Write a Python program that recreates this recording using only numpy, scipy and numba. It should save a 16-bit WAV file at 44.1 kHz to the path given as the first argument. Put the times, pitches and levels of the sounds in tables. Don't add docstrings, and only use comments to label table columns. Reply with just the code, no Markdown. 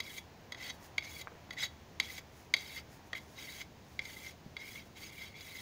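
import sys
import numpy as np
from scipy import signal
from scipy.fft import rfft, irfft
from scipy.io import wavfile
from numba import njit

SR = 44100
rng = np.random.default_rng(int(sys.argv[2]) if len(sys.argv) > 2 else 0)


def transcribe(u):
    v = np.clip(np.atleast_2d(u).T, -1, 1)
    q = np.round(v * 32767).astype(np.int16)
    wavfile.write(sys.argv[1], SR, q)


N = 247401
T = np.arange(N) / SR

# (time [s], relative level [dB], main
# resonance [Hz], brightness [dB/octave], ring length [factor], shaft knock against the steel [dB])
STONE_HITS = [(0.001, -24, 2050, 3, 1.7, -16), (0.5195, -29, 1980, 3, 1.7, -11.5),
              (0.5452, -36, 1980, -2, 1.2, -13), (0.9797, -17.5, 2130, -2.5, 1.5, -20),
              (1.0223, -36, 2100, -3, 1.2, -22), (1.0445, -39, 2070, 7, 0.92, -20),
              (1.5055, -30, 1990, 0, 1.7, -14), (1.999, -15.6, 2090, .8, 1.07, -18),
              (2.5379, -11.2, 2087, 0, 0.91, -21.5), (2.5635, -30.5, 2100, 5, 1.1, -16),
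              (3.13, -25.3, 1860, -5, 1, -10), (3.1491, -29.5, 2060, -7, 1.8, -19),
              (3.4235, -41, 2100, 6, 1.1, -18), (3.9913, -22, 2110, -5.5, 0.89, -22),
              (4.052, -33.5, 2100, 3, 1, -22), (4.5654, -29.5, 2110, -5, 1.5, -13.5),
              (5.4055, -38, 2080, 3, 1.4, -20)]
# (start [s], flick [s], rise [s], build-up to the flick [s], fall [s],
# time to full speed [s], base level [dB], boost at the flick [dB], hiss level [dB],
# relative grind [dB], brightness [dB/octave], main resonance [Hz])
STONE_STROKES = [(0.016, 0.179, .008, .008, .014, .18, -52.5, 9, -53, -23, .5, 2050),
                 (0.556, 0.6975, .07, .006, .015, .08, -47, 5.5, -62, -15, .3, 2000),
                 (1.018, 1.211, .02, .014, .013, .18, -53, 8, -56, -22, 1.2, 2060),
                 (1.521, 1.533, .006, .008, .01, .01, -54, 2, -65.5, -15, -1, 2000),
                 (1.565, 1.637, .035, .02, .024, .06, -41.5, 5.5, -55, -15, -.5, 2000),
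                 (2.010, 2.179, .008, .012, .016, .09, -50, 6, -59, -16, 1.3, 2050),
                 (2.560, 2.775, .01, .012, .028, .05, -50, 4, -61, -18, .5, 2070),
                 (3.146, 3.179, .006, .008, .009, .01, -51, 3, -62, -12, -2, 2060),
                 (3.350, 3.611, .035, .035, .018, .055, -50, 5.5, -59.8, -14, .2, 2060),
                 (4.003, 4.2625, .02, .004, .052, .08, -52.5, 3.5, -61, -20, 0, 2080),
                 (4.575, 4.7545, .03, .008, .056, .1, -53, 5, -61, -24, -2.3, 2100),
                 (4.950, 5.032, .018, .03, .085, .06, -54, 5, -61.5, -18, 0, 2110),
                 (5.105, 5.216, .008, .05, .08, .02, -59, 11, -63, -19, -1.5, 2100),
                 (5.335, 5.597, .06, .006, .04, .1, -51.5, 1, -61, -21, -1.8, 2070)]
# (nominal pitch [Hz], nominal width [Hz], level [dB])
DAMPED_MODES = [(1430, 150, -25), (1590, 70, -20.5), (1820, 70, -18), (2060, 135, .5), (2260, 180, -4.2),
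                (2630, 150, -17), (3190, 200, -11), (3380, 80, -5.3), (3840, 160, -6.5), (4300, 150, -16.5),
                (4530, 70, -7), (4960, 200, -13.5), (5350, 170, -21.5), (6150, 200, -16),
                (6570, 150, -11.5), (7560, 260, -18), (8660, 380, -20), (9950, 380, -19), (11240, 380, -19),
                (11880, 260, -16), (14800, 800, -25)]
# (pitch [Hz], 60 dB decay [s], relative level [dB])
FREE_MODES = [(2085, .1, -24), (3376, .26, -14), (3844, .18, -16), (4527, .2, -13), (5100, .2, -18),
              (6578, .14, -17), (7637, .22, -15), (9374, .12, -15), (11957, .08, -14)]
# (middle [s], half length [s], level [dB])
HAND_BRUSHES = [(.74, .03, -58), (.848, .04, -54.5), (2.39, .07, -59.5), (2.94, .045, -58),
                (3.075, .02, -63), (3.22, .04, -62), (3.33, .06, -60), (3.93, .08, -63), (4.86, .035, -63)]
# (time [s], peak level [dB], decay [s])
DRY_TICKS = [(1.2722, -28.5, .001), (1.2775, -40.5, .004), (1.318, -50, .004), (1.351, -51, .004)]
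# (time [s], level [dB], pitch [Hz], decay [s])
SOFT_THUDS = [(1.318, -45, 480, .005), (1.351, -46, 400, 0.0041), (4.463, -37, 190, 0.0042)]

# (frequency [Hz], gain [dB])
AIR_EQ = [(15, -13), (35, -11.5), (58, -4), (68, -2.5), (76, 7.5), (86, 1), (100, .5), (160, -1.5),
          (300, -5.5), (480, -10), (800, -14.5), (1250, -19), (2000, -20), (2800, -21.5), (6500, -25),
          (15500, -28.5)]
WASH_EQ = [(200, -17), (450, -2.5), (750, 1), (1000, -2), (1300, -9), (1900, -8), (3000, -16), (6000, -36)]
CONTACT_EQ = [(1000, 0.5), (4500, -0.5), (6500, -4.5), (9000, -3), (15500, -7)]
RASP_EQ = [(300, -17), (700, -7), (1250, -7.5), (2000, 0), (2900, 0), (4000, -2), (5600, -2), (7000, -5.5),
           (9000, -7.5), (15500, -20.5)]
SHAFT_EQ = [(150, -12), (400, -5), (650, 0.5), (900, -6), (1150, 2), (1500, -7), (2200, -15.5), (5000, -25)]
HISS_EQ = [(5000, -17), (7500, -3), (8900, 2), (9600, .5), (10100, 3), (10700, 0), (11400, 0), (11900, 4),
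           (12400, -5), (13800, -1), (14150, 2), (14600, -4), (15200, -3), (15500, -6)]
GRIND_EQ = [(200, -9), (600, -1), (1050, -1), (1300, -4), (1600, 7), (1900, 2), (2600, 2), (5000, -20.5)]
RUSTLE_EQ = [(600, -8), (1800, 1), (3000, -7), (6000, -2), (9000, 1.5), (11500, 3), (13500, -2),
             (15500, -4)]
TICK_EQ = [(100, -11), (500, -6), (900, 2), (1500, 1), (2300, -5), (3100, -19), (6000, -40)]
MICROPHONE_EQ = [(20, 0), (6700, 0), (8000, -10.5), (13900, -10.5), (14600, -0.5), (15500, -1)]

BLADE_HZ = 2060


def undb(db):
    return 10 ** (np.asarray(db) / 20)


def unit(x):
    return x / np.sqrt(np.mean(x ** 2))


def add(out, start_s, x):
    i = max(int(start_s * SR), 0)
    out[i:i + len(x)] += x[:N - i]


def colour(x, curve, size=4096):
    hz, db = np.transpose(curve)
    log_hz = np.log(np.fft.rfftfreq(size, 1 / SR) + 1)
    log_gain = np.log(undb(np.interp(log_hz, np.log(hz), db)))
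    cepstrum = irfft(log_gain)[:size // 2]
    cepstrum[0] /= 2
    response = irfft(np.exp(rfft(2 * cepstrum, size)))
    return signal.fftconvolve(x, response)[:len(x)]


@njit
def resonate(x, hz, width_hz):
    y, band_state, low_state = np.empty(len(x)), 0., 0.
    for i in range(len(x)):
        g, damping = np.tan(np.pi * hz[i] / SR), width_hz / hz[i]
        band = (band_state + g * (x[i] - low_state)) / (1 + g * (g + damping))
        band_state, low_state = 2 * band - band_state, low_state + 2 * g * band
        y[i] = damping * band
    return y


def drift(rate_hz):
    knots = np.arange(0, N / SR + 1, 1 / rate_hz)
    return np.interp(T, knots, rng.standard_normal(len(knots)))


def outdoor_air(wash_peak_s=.65, rise_db_per_s=8, fade_db_per_s=1.6):
    rumble = undb(-56 + .36 * drift(3)) * unit(colour(rng.standard_normal(N), AIR_EQ, size=16384))
    swell_db = np.minimum(rise_db_per_s * (T - wash_peak_s), fade_db_per_s * (wash_peak_s - T))
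    wash = undb(-60 + swell_db + .8 * drift(5)) * unit(colour(rng.standard_normal(N), WASH_EQ))
    return rumble + wash


def smeared_click(spread_s, size=4096, bands=36):
    hz = np.fft.rfftfreq(size, 1 / SR)
    delay_s = spread_s * np.interp(hz, np.linspace(0, SR / 2, bands), rng.uniform(.16, 1, bands))
    return irfft(np.exp(-2j * np.pi * np.cumsum(delay_s) * SR / size))


def blade(force, main_hz, tilt_db, ring, flutter_db=0):
    out = 0
    for k, (hz, width_hz, db) in enumerate(DAMPED_MODES):
        bend = (main_hz / BLADE_HZ) ** (1 if hz < BLADE_HZ * np.sqrt(2) else .15)
        gain = undb(db + tilt_db * np.log2(hz / BLADE_HZ))
        push = force * undb(flutter_db * drift(60)) if flutter_db else force
        out += (-1) ** k * gain * resonate(push, hz * bend * np.ones(len(force)), width_hz / ring)
    return out


def clacks(hits, smear_s=.0019, chatter_s=.0032, crack_s=.0053, shaft_s=.0093):
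    out = np.zeros(N)
    for time_s, db, main_hz, tilt_db, ring, shaft_db in hits:
        blow = smeared_click(smear_s * ring)
        t, noise = T[:len(blow)], rng.standard_normal((3, len(blow)))
        chatter = noise[0] * t * np.exp(-t / chatter_s)
        sliding = any(start < time_s <= flick for start, flick, *_ in STONE_STROKES)
        chatter *= (1.3 if sliding else .35) / np.linalg.norm(chatter)
        force = colour(blow + chatter, CONTACT_EQ)
        steel = unit(blade(force, main_hz, tilt_db, ring))
        crack = unit(colour(noise[1] * np.exp(-t / crack_s), RASP_EQ))
        shaft = unit(colour(noise[2] * np.exp(-t / shaft_s), SHAFT_EQ))
        add(out, time_s, undb(db - 21) * (steel + undb(-19) * crack + undb(shaft_db) * shaft))
    return out


def free_ring(steel):
    return sum(undb(db + 6) * resonate(steel, np.full(N, float(hz)), np.log(1000) / np.pi / t60_s)
               for hz, t60_s, db in FREE_MODES)


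def yard_reverb(x, t60_s=.28, tail_db=-18, echo_s=.0275, echo_spread_s=.0034, echo_db=-21):
    t = T[:SR // 2]
    tail = rng.standard_normal(len(t)) * np.exp(-np.log(1000) * t / t60_s)
    echo = rng.standard_normal(len(t)) * np.exp(-np.abs(t - echo_s) / echo_spread_s)
    response = undb(tail_db) * tail / np.linalg.norm(tail) + undb(echo_db) * echo / np.linalg.norm(echo)
    return signal.fftconvolve(x, response)[:N]


def hand_motion(bite_db=3.5, bite_s=.03, waver_db=.8):
    strokes = np.array(STONE_STROKES)
    current = np.maximum(np.searchsorted(strokes[:, 0], T) - 1, 0)
    (start, flick, rise_s, build_s, fall_s, speedup_s,
     db, flick_db, hiss_db, grind_db, tilt_db, main_hz) = strokes[current].T
    age = np.maximum(T - start, 0)
    contact = np.minimum(age / rise_s, 1) * np.exp(-(np.maximum(T - flick, 0) / fall_s) ** 2)
    settle_db = bite_db * np.exp(-age / bite_s)
    push_db = flick_db * np.exp(np.minimum(T - flick, 0) / build_s)
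    pressure = contact * undb(db + settle_db + push_db + waver_db * drift(35))
    slowness = np.maximum(1 - age / speedup_s, 0)
    hiss_gain = contact * undb(hiss_db + 9 - 15 * slowness)
    return pressure, hiss_gain, main_hz + 60 * slowness, grind_db, tilt_db


def grit(per_s, spread_db):
    struck = rng.random(N) < per_s / SR
    size = undb(spread_db * np.minimum(rng.exponential(size=N), 5))
    return unit(struck * size * rng.choice([-1, 1], N))


def squeaks(count=420, centre_hz=4800, pitch_spread=.427, width_s=.0037, glide_per_s=7):
    out, t = np.zeros(N), T[:SR // 25] - .02
    times = rng.random(count) * N / SR
    for time_s, (pitch, slope, size) in zip(times, rng.standard_normal((count, 3))):
        hz = min(centre_hz * np.exp(pitch_spread * pitch), SR / 3)
        chirp = np.sin(2 * np.pi * hz * (t + glide_per_s * slope * t ** 2 / 2))
        add(out, time_s, undb(2 * size) * chirp * np.exp(-(t / width_s) ** 2 / 2))
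    return unit(out)


def honing():
    pressure, hiss_gain, main_hz, grind_db, tilt_db = hand_motion()
    catch = undb(1.7 * drift(190))
    force = grit(per_s=7000, spread_db=2) * catch
    wobbling_hz = main_hz * (1 + .013 * drift(45))
    steel = blade(force, wobbling_hz, tilt_db, ring=1.55, flutter_db=4.8)
    steel = unit(steel * undb(-.55 * tilt_db))
    rasp = unit(colour(grit(per_s=5000, spread_db=3) * catch, RASP_EQ))
    hiss = unit(colour(grit(per_s=6000, spread_db=2.6) * catch, HISS_EQ))
    grind = unit(colour(grit(per_s=4000, spread_db=1) * catch, GRIND_EQ))
    scrape = undb(.4 * tilt_db) * (undb(-8.5) * rasp + undb(-12) * squeaks())
    return pressure * (undb(-1.2) * steel + scrape + undb(grind_db) * grind) + hiss_gain * hiss


def snags(boost_db=10, ring=1.6, shaft_db=-13):
    return [(flick, db + flick_db + boost_db, main_hz, tilt_db + 1, ring, shaft_db)
            for _, flick, *_, db, flick_db, _, _, tilt_db, main_hz in STONE_STROKES]


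def brushing():
    swell = sum(undb(db) * np.exp(-((T - mid_s) / half_s) ** 2) for mid_s, half_s, db in HAND_BRUSHES)
    return swell * unit(colour(grit(per_s=5500, spread_db=2.5), RUSTLE_EQ))


def knocks():
    out, t = np.zeros(N), T[:SR // 10]
    for time_s, db, decay_s in DRY_TICKS:
        tick = colour(rng.standard_normal(len(t)) * np.exp(-t / decay_s), TICK_EQ)
        add(out, time_s, undb(db) * tick / np.abs(tick).max())
    for time_s, db, hz, decay_s in SOFT_THUDS:
        add(out, time_s, undb(db) * np.sin(2 * np.pi * hz * t) * np.exp(-t / decay_s))
    return out


def scene():
    steel = honing() + clacks(STONE_HITS + snags())
    foreground = steel + free_ring(steel) + knocks() + brushing()
    return (foreground + yard_reverb(foreground) + outdoor_air())[None]


def record(dry):
    coloured = np.array([colour(channel, MICROPHONE_EQ) for channel in dry])
    return signal.sosfilt(signal.ellip(10, .2, 70, 15650, fs=SR, output="sos"), coloured)


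dry = scene()
out = record(dry)
transcribe(out)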